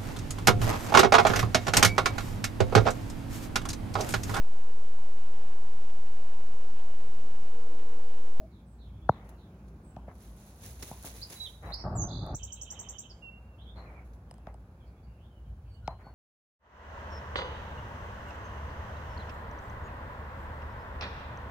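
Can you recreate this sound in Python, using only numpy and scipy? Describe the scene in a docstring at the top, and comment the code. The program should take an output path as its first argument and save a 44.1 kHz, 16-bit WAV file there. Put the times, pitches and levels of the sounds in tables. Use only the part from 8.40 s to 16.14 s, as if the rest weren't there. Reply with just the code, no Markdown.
"""Hens in a dust bath

In a garden run one hen shakes dry dirt out of her feathers: they swish, and crumbs and grit patter down.
Another pecks at a board, which thuds. A songbird whistles one loud phrase to the right, and others answer
from farther off, over a low outdoor rumble. Fingers knock and slide on the hand-held microphone's case."""
import sys
import numpy as np
from scipy import signal
from scipy.fft import rfft, irfft
from scipy.io import wavfile

SR = 44100
rng = np.random.default_rng(int(sys.argv[2]) if len(sys.argv) > 2 else 0)


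def put_to_file(sound):
    """Save the sound as 16-bit audio at rate SR, in the file named by the first command-line argument."""
    columns = np.atleast_2d(sound).T  # one column per channel
    safe = np.clip(columns, -1, 1)
    whole_steps = np.round(safe * 32767)
    wavfile.write(sys.argv[1], SR, whole_steps.astype(np.int16))


N = 341334
TIME = np.arange(N) / SR
BINS_HZ = np.maximum(np.arange(N // 2 + 1) * SR / N, 1)


def amp(db):
    """Turn decibels into a number to multiply by."""
    return 10 ** (np.asarray(db) / 20)


def rms_one(x):
    """Scale a sound so that its average strength (rms) is 1."""
    return x / np.sqrt(np.mean(x ** 2) + 1e-20)


def in_time(rows):
    """Join rows of a time and its values into curves, one value per sample."""
    s, *columns = np.transpose(rows)
    return [np.interp(TIME, s, c) for c in columns]


def at_bins(points):
    """Join rows of a frequency and its value into a curve over the whole spectrum."""
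    hz, value = np.transpose(points)
    return np.interp(np.log(BINS_HZ), np.log(hz), value)


def gate(start, end, edge):
    """Fade in, hold at 1 and fade out between two times."""
    return np.clip(np.minimum(TIME - start, end - TIME) / edge, 0, 1)


def bloom(t, peak_s):
    """A loudness curve that rises to 1 at its peak time and dies away."""
    return t / peak_s * np.exp(1 - t / peak_s)


def panned(pan_db):
    """Left and right gains; a positive balance leans left."""
    return amp(np.array([[.5], [-.5]]) * pan_db)


def placed(x, pan):
    """Give each frequency of a stereo sound its own left-right balance."""
    return irfft(rfft(x) * panned(at_bins(pan)), N)


def band(x, low_hz, high_hz, order):
    """Keep the part of a sound between two frequencies."""
    return signal.sosfilt(signal.butter(order, [low_hz, high_hz], "band", fs=SR, output="sos"), x)


def contact(low_hz, high_hz, order):
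    """A tap: one short push through a broad resonance, with a peak of 1."""
    pulse = band(signal.unit_impulse(SR // 10), low_hz, high_hz, order)
    return pulse / np.abs(pulse).max()


def add(track, s, sound):
    """Mix a sound into a track, starting at s seconds."""
    i = max(int(s * SR), 0)
    track[..., i:i + sound.shape[-1]] += sound[..., :N - i]


def drift(per_s, t=TIME):
    """A random wander that heads for a new value per_s times a second."""
    knots = rng.standard_normal(500)
    return np.interp(t * per_s, np.arange(len(knots)), knots)


def hiss():
    """Two unrelated white noises, left and right."""
    return rng.standard_normal((2, N))


def grains(per_s, spread_db):
    """Tiny random clicks, most small and a few large."""
    sizes = amp(spread_db * np.minimum(rng.exponential(1, N), 4))
    return hiss() * sizes * (rng.random(N) < per_s / SR)


def coloured(source, spectrum, pan):
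    """Give a pair of noises a tone colour and a direction; their average has strength 1."""
    out = irfft(rfft(source) * amp(at_bins(spectrum)) * panned(at_bins(pan)), N)
    return out / np.std(out.mean(axis=0))


# The tone colours of four background noises. Each row: frequency in Hz, relative level in dB.
RUMBLE_TONE = [(20, -36.5), (35, -18), (46, -15.5), (57, 8.5), (68, -6.5), (100, -6), (125, -12),
               (180, -22.5), (300, -79)]
TRAFFIC_TONE = [(90, -22.5), (140, -2), (200, 0), (270, -9), (380, -10), (520, -35), (900, -48.5)]
WASH_TONE = [(250, -18), (450, 5), (780, 2.5), (1150, -4.5), (1350, -7), (1560, -7.5), (1900, -16),
             (2600, -21), (4000, -52)]
AIR_TONE = [(1000, -13.5), (1800, -8), (2250, -2), (2950, -3), (3700, -2.5), (4700, -5.5), (6000, -8.5),
            (8500, -2), (10000, -4), (16000, -6)]
# Where the background sits. Each row: frequency in Hz, left minus right in dB.
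OUTDOOR_PAN = [(900, 0), (1500, 0), (2500, -4.5), (5500, -4.5), (7500, -0.5)]
# Swells on top of the steady rumble; the one at 3.28 s is the low judder of a finger brushing the case. Each
# row: time of the peak in seconds, level in dB.
RUMBLE_SWELLS = [(0.58, -43), (2.32, -46), (3.28, -44.5), (4.03, -45), (7.15, -42), (7.449, -42.5)]
# How the traffic (in two lists) and the wash rise and fall. Each row: time in seconds, relative level in dB.
TRAFFIC_LEVEL = [
    [(0.0, -55.5), (0.26, -62), (1.17, -56), (3.15, -66)],
    [(4.05, -64), (4.48, -64), (5.65, -61), (7.4, -65)],
]
WASH_LEVEL = [(0.3, -67.5), (1.1, -64), (2.8, -63.5), (3.1, -65), (5.7, -64), (7.3, -68)]


def outdoors(rumble_db=-49.5, swell_s=0.079, traffic_boost_db=3, air_db=-81):
    """Low rumble, far traffic, the wash of the surroundings, and thin air with a stir of dry litter."""
    traffic_db, = in_time(np.vstack(TRAFFIC_LEVEL))
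    wash_db, = in_time(WASH_LEVEL)
    swells = sum(amp(db) * np.exp(-.5 * ((TIME - s) / swell_s) ** 2) for s, db in RUMBLE_SWELLS)
    rumble = np.hypot(amp(rumble_db), swells) * coloured(hiss(), RUMBLE_TONE, OUTDOOR_PAN)
    traffic = amp(traffic_db + traffic_boost_db) * coloured(hiss(), TRAFFIC_TONE, OUTDOOR_PAN)
    wash = amp(wash_db) * coloured(hiss(), WASH_TONE, OUTDOOR_PAN)
    air_level = amp(air_db + .8 * drift(24))
    air_and_litter = hiss() + 0.19 * rms_one(grains(per_s=300, spread_db=3.5))
    return rumble + traffic + wash + air_level * coloured(air_and_litter, AIR_TONE, OUTDOOR_PAN)


# Echoes from the ground, fence and house. Each row: delay in seconds, dB relative to the direct sound.
ECHOES = [(.0062, -2), (0.0179, -4.5), (0.027, -16), (.036, -19)]


def yard(x, direct_db, scatter_db, tail_s, fence_db=-6):
    """The direct sound, echoes that differ at each ear, a blur from the fence and a scattered tail."""
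    t = TIME[:SR // 2]
    tail, fence = rng.standard_normal((2, 2, len(t)))
    tail *= amp(-60 * t / tail_s)
    fence *= bloom(t, peak_s=.014)
    response = amp(scatter_db) * tail / np.linalg.norm(tail[0])
    response += amp(direct_db + fence_db) * fence / np.linalg.norm(fence[0])
    response[:, 0] += amp(direct_db)
    for delay, db in ECHOES:
        arrivals = (delay * SR + rng.uniform(0, 20, 2)).astype(int)
        response[[0, 1], arrivals] += amp(direct_db + db)
    return signal.fftconvolve(response, x[None], axes=1)[:, :N]


def whistle(length, start_hz, middle_hz, end_hz, db, growth_db=0, wobble_hz=0):
    """A bird's note: a pure tone curves through three pitches, and a fast wobble makes it buzz."""
    t = TIME[:int(length * SR)]
    progress = t / t[-1]
    wobbles_per_s = 150 * (1 + 0.059 * drift(66, t))
    wobble = np.sin(2 * np.pi * np.cumsum(wobbles_per_s) / SR) + 0.39 * drift(300, t)
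    curve = np.polyfit([0, .5, 1], [start_hz, middle_hz, end_hz], 2)
    hz = np.polyval(curve, progress) + wobble_hz * wobble
    phase = 2 * np.pi * np.cumsum(hz) / SR
    overtone = amp(np.interp(hz, [3000, 6600, 7400], [-50, -35, -21])) * np.sin(2 * phase)
    loudness = amp(db + growth_db * (progress - .5)) * signal.windows.tukey(len(t), .4)
    return loudness * (np.sin(phase) + overtone)


def glide(length, start_hz, end_hz, db, wobble_hz):
    """An evenly loud note that slides straight from one pitch to another."""
    return whistle(length, start_hz, (start_hz + end_hz) / 2, end_hz, db, wobble_hz=wobble_hz)


def notes(table):
    """Play a table of whistled notes."""
    out = np.zeros(N)
    for s, *note in table:
        add(out, s, whistle(*note))
    return out


# One far bird's falling note and another's thin high call. Each row: start in seconds, level in dB.
FALLING_CALLS = [(0.099, -77), (0.375, -71.5), (0.672, -71.5), (0.963, -75)]
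HIGH_CALLS = [(0.25, -75), (1.42, -68.5), (7.271, -82.5)]
# Short gliding answers. Each row: start and length in seconds, first and last pitch in Hz,
# level in dB, pitch wobble in Hz.
ANSWERS = [(0.518, 0.074, 3210, 3450, -78, 141), (0.61, 0.047, 3320, 3460, -74, 90),
           (5.179, 0.053, 3060, 3780, -64, 209.5), (5.248, 0.067, 3110, 3750, -61, 79),
           (5.354, 0.049, 4220, 4110, -62.5, 110), (5.453, 0.05, 2530, 2115, -66.5, 96),
           (5.542, 0.061, 2470, 2110, -65.5, 70.3), (6.395, 0.044, 3440, 3050, -77, 89.7),
           (6.453, .035, 4200, 5000, -80.5, 197), (6.564, 0.032, 3300, 3500, -84, 120),
           (6.626, 0.043, 4550, 4740, -80, 60), (6.64, 0.12, 2860, 2700, -80, 70),
           (6.77, 0.11, 2570, 3620, -75.5, 260), (6.886, 0.13, 3200, 2800, -78, 60.8),
           (7.034, 0.061, 3270, 2970, -82, 39.7), (7.14, 0.041, 3160, 2990, -87, 40),
           (7.264, 0.1, 4536, 4460, -77, 22), (7.333, 0.063, 2930, 2880, -76.5, 40),
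           (7.443, 0.083, 4155, 4120, -66.5, 35), (7.613, 0.084, 4430, 4315, -76, 30),
           (7.705, 0.039, 2890, 2800, -76, 25)]


def far_birds(chatter_db=-85.5, wobble_hz=191):
    """Distance smears the calls into their echoes; behind them many more birds chatter."""
    out = np.zeros(N)
    for s, db in FALLING_CALLS:
        add(out, s, whistle(.12, 4300, 3740, 3324, db, growth_db=-5, wobble_hz=250))
    for s, db in HIGH_CALLS:
        add(out, s, glide(0.1, 8400, 7660, db, wobble_hz))
    for s, *note in ANSWERS:
        add(out, s, glide(*note))
    for when, length, pitch, slope in rng.random(size=(110, 4)):
        hz = 2150 + 1150 * pitch
        chirp = glide(0.022 + 0.12 * length, hz, hz + 800 * (slope - .5), chatter_db, wobble_hz)
        add(out, when * TIME[-1], chirp)
    return yard(out, direct_db=-1.0, scatter_db=3, tail_s=0.31) * panned(-5.0)


# Light brushes of a finger; the row at 7.47 s is the rustle that follows the knock at 7.48 s. 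Each row: start
# and length in seconds, level in dB, growth in dB.
BRUSHES = [(0.707, 0.26, -57, -7.5), (1.67, 0.066, -52, -6), (3.215, 0.12, -45, 7),
           (3.321, 0.15, -53.5, -2), (4.302, 0.27, -57, -7), (5.351, 0.29, -54, -7.5),
           (6.058, 0.077, -55.5, -18), (7.47, 0.089, -55.5, -7), (7.585, 0.16, -58, -10)]
# One firm slide. Each row: time in seconds, judder level in dB, friction level in dB.
SLIDE = [(3.45, -33, -40), (3.48, -31, -41), (3.636, -31, -46), (3.702, -37.5, -48.5), (3.738, -31, -50),
         (3.784, -36, -54), (3.822, -30, -51.5), (3.89, -40, -45), (3.94, -30.5, -46)]
# The tone colours of the rubbing. Each row: frequency in Hz, relative level in dB.
BRUSH_TONE = [(30, -29), (55, 7), (90, 12.5), (200, 5.5), (450, 1.5), (750, 4.5), (1250, -3.5), (1600, -10),
              (2000, -7), (2600, -19.5), (4000, -35)]
JUDDER_TONE = [(21, 2), (35, 0), (49, 0.5), (103, 0), (179, -7), (205, -11), (286, -15.5), (420, -24.5),
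               (550, -51), (920, -120)]
FRICTION_TONE = [(210, -22), (350, 4), (476, -3.5), (575, 5), (880, 5), (998, -10), (1130, -0.5),
                 (1980, -26), (2300, -53), (2990, -66), (5060, -120)]
# Where the rubbing sits. Each row: frequency in Hz, left minus right in dB.
CASE_PAN = [(400, 2), (800, 2), (1200, 4), (1600, 5), (2500, -1.5)]


def rubbing():
    """Skin sticks and slips on the microphone case: light brushes, and a slide that makes it judder."""
    pressure = np.zeros(N)
    for s, length, db, growth_db in BRUSHES:
        from_middle = np.clip((TIME - s) / length - .5, -1, 1)
        pressure += gate(s, s + length, edge=0.02) * amp(db + growth_db * from_middle)
    brushes = pressure * coloured(grains(per_s=4000, spread_db=0.66), BRUSH_TONE, CASE_PAN)
    judder_db, friction_db = in_time(SLIDE)
    judder = amp(judder_db) * coloured(hiss(), JUDDER_TONE, CASE_PAN)
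    friction = amp(friction_db) * coloured(grains(per_s=2500, spread_db=0.44), FRICTION_TONE, CASE_PAN)
    return brushes + (judder + friction) * gate(start=3.437, end=3.953, edge=0.003)


def rocking(t, from_hz=245, to_hz=60, fall_s=0.0062):
    """After a knock the case rocks in the hand, falling in pitch as it settles."""
    hz = to_hz + (from_hz - to_hz) * np.exp(-t / fall_s)
    return np.sin(2 * np.pi * np.cumsum(hz) / SR) * bloom(t, peak_s=0.0033)


# Knocks on the case. Each row: time in seconds, the thud's level in dB, pitch in Hz and rise in seconds,
# then the levels in dB of the rocking, knuckle, tick and ring.
KNOCKS = [(0.6937, -4, 750, 0.00096, -16, -14, -44, -39.5),
          (1.5666, -36, 727, 0.0022, -37, -48.5, -52, -46.5),
          (1.681, -36, 585, 0.0015, -38.5, -65, -65, -49),
          (2.5136, -32.5, 750, 0.0016, -36.5, -54, -56, -45.5),
          (2.6455, -40.5, 720, 0.0021, -38, -42, -57, -44.5), (6.072, -35, 670, 0.0018, -40, -41, -50, -49),
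          (7.4791, -20.5, 790, 0.0016, -32.5, -30.5, -34.5, -37.5),
          (7.666, -44, 814, 0.002, -42, -61, -71, -47)]


def knocks(tick_lead_s=0.0024, knuckle_lead_s=.0031, ring_decay_s=0.033):
    """The fingertip ticks and the knuckle taps, then the case gives a hollow thud, rings and rocks."""
    tick, knuckle = contact(1500, 3800, order=2), contact(1230, 1645, order=3)
    t = TIME[:len(tick)]
    sway = rocking(t)
    body, ticks = np.zeros((2, 2, N))
    for s, thud_db, thud_hz, rise_s, sway_db, knuckle_db, tick_db, ring_db in KNOCKS:
        burst = rng.standard_normal(len(t)) * np.exp(-t / 0.0013)
        crackle = signal.fftconvolve(tick, burst)[:len(t)]
        thud = np.sin(2 * np.pi * thud_hz * t) * bloom(t, rise_s) ** 2
        ring = band(rng.standard_normal(len(t)) * np.exp(-t / ring_decay_s), 580, 1050, order=3)
        hollow = amp(thud_db) * thud + amp(ring_db) * ring / np.abs(ring).max()
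        add(ticks, s - tick_lead_s, amp(tick_db) * crackle / np.abs(crackle).max() * panned(10.0))
        add(body, s - knuckle_lead_s, amp(knuckle_db) * knuckle * amp([[0], [-17]]))   # mostly left
        add(body, s, hollow * panned(4.5) + amp(sway_db) * sway)
    soft_finger = signal.butter(4, 1800, fs=SR, output="sos")   # a soft finger dulls the knock
    return ticks + signal.sosfilt(soft_finger, body)


# Held notes. Each row: start and length in seconds, first, middle and last pitch in Hz,
# level and growth in dB, pitch wobble in Hz.
WHISTLES = [(2.955, 0.041, 3850, 3960, 3870, -53.5, 1, 5.9), (2.995, 0.074, 3934, 3897, 3890, -39, -6, 11),
            (4.815, 0.097, 2790, 2745, 2690, -48, 3, 7.6), (4.89, 0.116, 2710, 2750, 2765, -57, -4, 5.6)]
# The held notes and the song come from the right. Each row: frequency in Hz, left minus right in dB.
BIRD_PAN = [(2700, -7.5), (3900, -7.5), (5500, -4.5), (6500, -7), (7500, -1)]


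def held_whistles(wall_delay_s=0.26, wall_db=-22.5):
    """Clean, steady bird notes linger in the yard and come back once from a far wall."""
    direct = notes(WHISTLES)
    out = direct + yard(direct, direct_db=-19.0, scatter_db=-14, tail_s=0.85)
    add(out, wall_delay_s, amp(wall_db) * out)
    return placed(out, BIRD_PAN)


def rattle(count=12, start_s=3.6805, spacing_s=.0203, rise_s=0.016, fade_db_per_s=72):
    """The songbird's fast run of rising chirps, which swells quickly and fades slowly."""
    out = np.zeros(N)
    for t in spacing_s * np.arange(count):
        db = -46 - fade_db_per_s * t - 12 * np.exp(-t / rise_s)
        add(out, start_s + t, whistle(0.0174, 3440, 3900, 4910, db, growth_db=4, wobble_hz=90))
    return out


# The beat of the trill. Each entry: start of one upward sweep in seconds.
TRILL_STARTS = [3.945, 4.0295, 4.1205, 4.2115, 4.302, 4.390, 4.486, 4.583]


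def trill(sweep_db=-41, low_db=-54.5):
    """Steep upward sweeps, no two quite alike; after each, soft low notes sink and settle."""
    sweeps, soft = np.zeros((2, N))
    for s in TRILL_STARTS:
        stretch, bend, effort = rng.standard_normal(3)
        length, db = .0155 * (1 + .04 * stretch), sweep_db + 0.81 * effort
        add(sweeps, s, whistle(length, 4860, 7100 + 80 * bend, 7620, db, growth_db=1.5, wobble_hz=150))
        sinking = whistle(0.022, 3796, 3400, 2540, low_db - 2 + effort, growth_db=10, wobble_hz=267)
        settling = whistle(0.0315, 3140, 3080 + 40 * bend, 3010, low_db, wobble_hz=79.6)
        add(soft, s + .036, sinking)
        add(soft, s + 0.055, settling)
    return sweeps, soft


# The songbird's single notes. Each row: start and length in seconds, first, middle and last pitch in Hz,
# level and growth in dB, pitch wobble in Hz.
SONG = [(2.81, 0.027, 3950, 4480, 4930, -45.5, 20, 220), (3.052, 0.031, 3850, 3290, 3050, -49, -24, 125),
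        (3.317, 0.03, 3730, 4334, 5230, -42, 19.5, 257), (3.352, 0.081, 4900, 4990, 5080, -52.5, 4, 500),
        (3.547, 0.102, 7790, 6564, 6225, -42, 8.5, 24.7), (3.678, 0.013, 4700, 5000, 5500, -62, 6, 100),
        (4.694, 0.023, 5430, 5100, 4250, -55.5, 8, 210)]


def near_bird():
    """A songbird sings buzzes, a rattle and a trill; its low notes spread widely and return as echoes."""
    sweeps, soft = trill()
    bright = yard(notes(SONG) + rattle() + sweeps, direct_db=2.0, scatter_db=-8.0, tail_s=0.59)
    blurred = yard(soft, direct_db=-3.5, scatter_db=-3.5, tail_s=0.57)
    return placed(bright + blurred, BIRD_PAN)


# The hens' voices. Each row: start and length in seconds, first, middle and last pitch in Hz,
# level and growth in dB, pitch wobble in Hz.
HEN_NOTES = [(0.0, 0.067, 650, 619, 674, -48.5, -4, 51), (7.415, 0.072, 1480, 1440, 1390, -63.5, 17, 45),
             (7.63, 0.082, 1440, 1490, 1550, -64, 2, 40)]


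def hen_calls():
    """The hens make a few soft, slightly buzzy notes."""
    return notes(HEN_NOTES)


# Pecks at the board. Each row: start in seconds, tick level in dB, thud level in dB.
PECKS = [(5.9112, -41.5, -40), (5.9408, -52, -53), (5.9816, -57, -48), (6.1424, -53.5, -42)]
# The tones in a beak's tick. Each row: pitch in Hz, relative level in dB, decay time in seconds.
BEAK_TONES = [(1900, -7, 0.001), (2920, -9, 0.002), (5050, -7, .0014), (6200, -14, .0006),
              (8060, 0, 0.0024), (9200, -5, .0005), (12000, -14, 0.00036)]


def pecks(board_hz=750, board_lag_s=0.00254):
    """A hen's beak ticks with a short bright ring, and the hard board answers with a hollow thud."""
    out, t = np.zeros((2, N)), TIME[:SR // 20]
    thud = np.sin(2 * np.pi * board_hz * t) * bloom(t, peak_s=0.0011) ** 2
    for s, tick_db, thud_db in PECKS:
        tick = np.zeros(len(t))
        for k, (hz, db, decay) in enumerate(BEAK_TONES):
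            strength = amp(db + 1.5 * rng.standard_normal()) * (-1) ** k   # every other tone is flipped
            tick += strength * np.sin(2 * np.pi * hz * t) * np.exp(-t / decay)
        add(out, s, amp(tick_db) * tick * panned(-1.5))
        add(out, s + board_lag_s, amp(thud_db) * thud)
    return out


# Single bits of grit. Each row: start in seconds, peak level in dB.
GRIT = [(0.893, -41), (2.2625, -27), (2.4556, -32), (2.6266, -30), (2.6377, -33), (2.6512, -36),
        (2.6656, -26), (3.344, -35.5), (3.362, -45), (3.865, -39.5)]


def grit():
    """Hard bits thrown from the feathers land with one bright snap each."""
    out, snap = np.zeros((2, N)), contact(6500, 14500, order=2)
    for s, db in GRIT:
        add(out, s, amp(db) * snap)
    return out


def crumbs(sizes=8, per_s=4900, ring_cycles=9.5):
    """Bits of dirt and chaff land at random, each ticking briefly at a pitch set by its size."""
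    out = np.zeros((2, N))
    for hz in np.geomspace(2000, 15000, sizes):
        decay = np.exp(-np.log(1000) * hz / (ring_cycles * SR))   # falls 60 dB in ring_cycles
        resonance = [1, -2 * decay * np.cos(2 * np.pi * hz / SR), decay * decay]
        landings = grains(per_s / sizes, spread_db=0.5) + 1e-18
        out += signal.lfilter([1, 0, -1], resonance, landings) * (1 - decay)
    return rms_one(out)


# Ruffles of the feathers. Each row: time of the peak in seconds, relative level in dB.
RUFFLES = [(1.835, -62), (2.0, -64), (2.08, -63), (2.267, -52.5), (2.48, -51.5), (2.675, -52.5),
           (2.778, -54), (2.93, -53), (3.039, -57.5), (3.26, -67)]
# Flicks of dirt. Each row: start in seconds, relative level in dB, decay time in seconds.
FLICKS = [(0.843, -73, 0.12), (0.889, -55.5, 0.0077), (1.279, -66.5, 0.017), (1.805, -67, .006),
          (2.234, -44, 0.0075), (2.39, -53.5, 0.042), (2.4242, -34.5, 0.0095), (2.649, -42.5, 0.035),
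          (2.899, -45.5, 0.026), (2.922, -47.5, 0.021), (5.645, -72, 0.053), (5.732, -68, 0.02)]
# The tone colour of dirt and feathers. Each row: frequency in Hz, relative level in dB.
DIRT_TONE = [(250, 15), (650, 8.5), (1300, 1.5), (2000, 0.5), (3000, -3.5), (4000, 1), (5000, -4.5),
             (6200, 1), (7500, 1), (10000, 6), (12000, -1), (13300, 4.5), (16000, -2.5)]
# Where the dirt is heard. Each row: frequency in Hz, left minus right in dB.
DIRT_PAN = [(1500, 2.5), (2500, -6), (4000, -1), (5800, -7.5), (7200, 0.5)]


def dust_bath(rise_db_per_s=151, fall_db_per_s=95, flick_rise_s=0.0023):
    """Feathers swish and crumbs rain down as each ruffle swells and dies; each flick throws a spray."""
    ruffles = [amp(db - np.maximum(rise_db_per_s * (s - TIME), fall_db_per_s * (TIME - s)))
               for s, db in RUFFLES]
    shake = np.linalg.norm(ruffles, axis=0) * amp(2.5 + 0.87 * drift(45))
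    flicks, t = np.zeros(N), TIME[:SR // 4]
    for s, db, decay in FLICKS:
        add(flicks, s - .001, amp(db) * np.exp(-t / decay) * (1 - np.exp(-t / flick_rise_s)))
    spatter = 0.48 * rms_one(grains(per_s=260, spread_db=3.5))
    dirt_and_feathers = crumbs() + spatter + hiss()
    return coloured(dirt_and_feathers, DIRT_TONE, DIRT_PAN) * np.hypot(shake, flicks)


def scene():
    """Everything that reaches the microphone."""
    hens = dust_bath() + grit() + pecks()
    voices = near_bird() + held_whistles() + far_birds() + hen_calls()
    return hens + voices + knocks() + rubbing() + outdoors()


# The microphone's stereo width. Each row: frequency in Hz, gain in dB of the left-right difference.
STEREO_WIDTH = [(100, -64), (300, -53), (600, -34), (1000, -4.5), (1400, 0.5), (6500, 2), (7600, -4.5),
                (8500, -13), (16000, -18.5)]
# How far the left side trails the right. 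Each row: frequency in Hz, lag in cycles.
TREBLE_LAG = [(1500, 0), (2500, .24), (3900, .33), (5500, .21), (6900, .24), (7400, .35), (8450, .5),
              (9300, .64), (10600, 1), (11300, 1), (13400, 1.5), (14000, 1.6), (15450, 2)]


def record(dry, low_cut_hz=40, high_cut_hz=15900):
    """The microphone narrows bass and top treble, delays the left treble and cuts extreme pitches."""
    left, right = rfft(dry)
    mid = (left + right) / 2
    side = (left - right) / 2 * amp(at_bins(STEREO_WIDTH))
    lag = np.exp(-2j * np.pi * at_bins(TREBLE_LAG))
    pair = irfft(np.array([(mid + side) * lag, mid - side]), N)
    pair = signal.sosfilt(signal.butter(6, low_cut_hz, "high", fs=SR, output="sos"), pair)
    return signal.sosfilt(signal.ellip(10, .2, 70, high_cut_hz, fs=SR, output="sos"), pair)


dry = scene()
out = record(dry)
put_to_file(out)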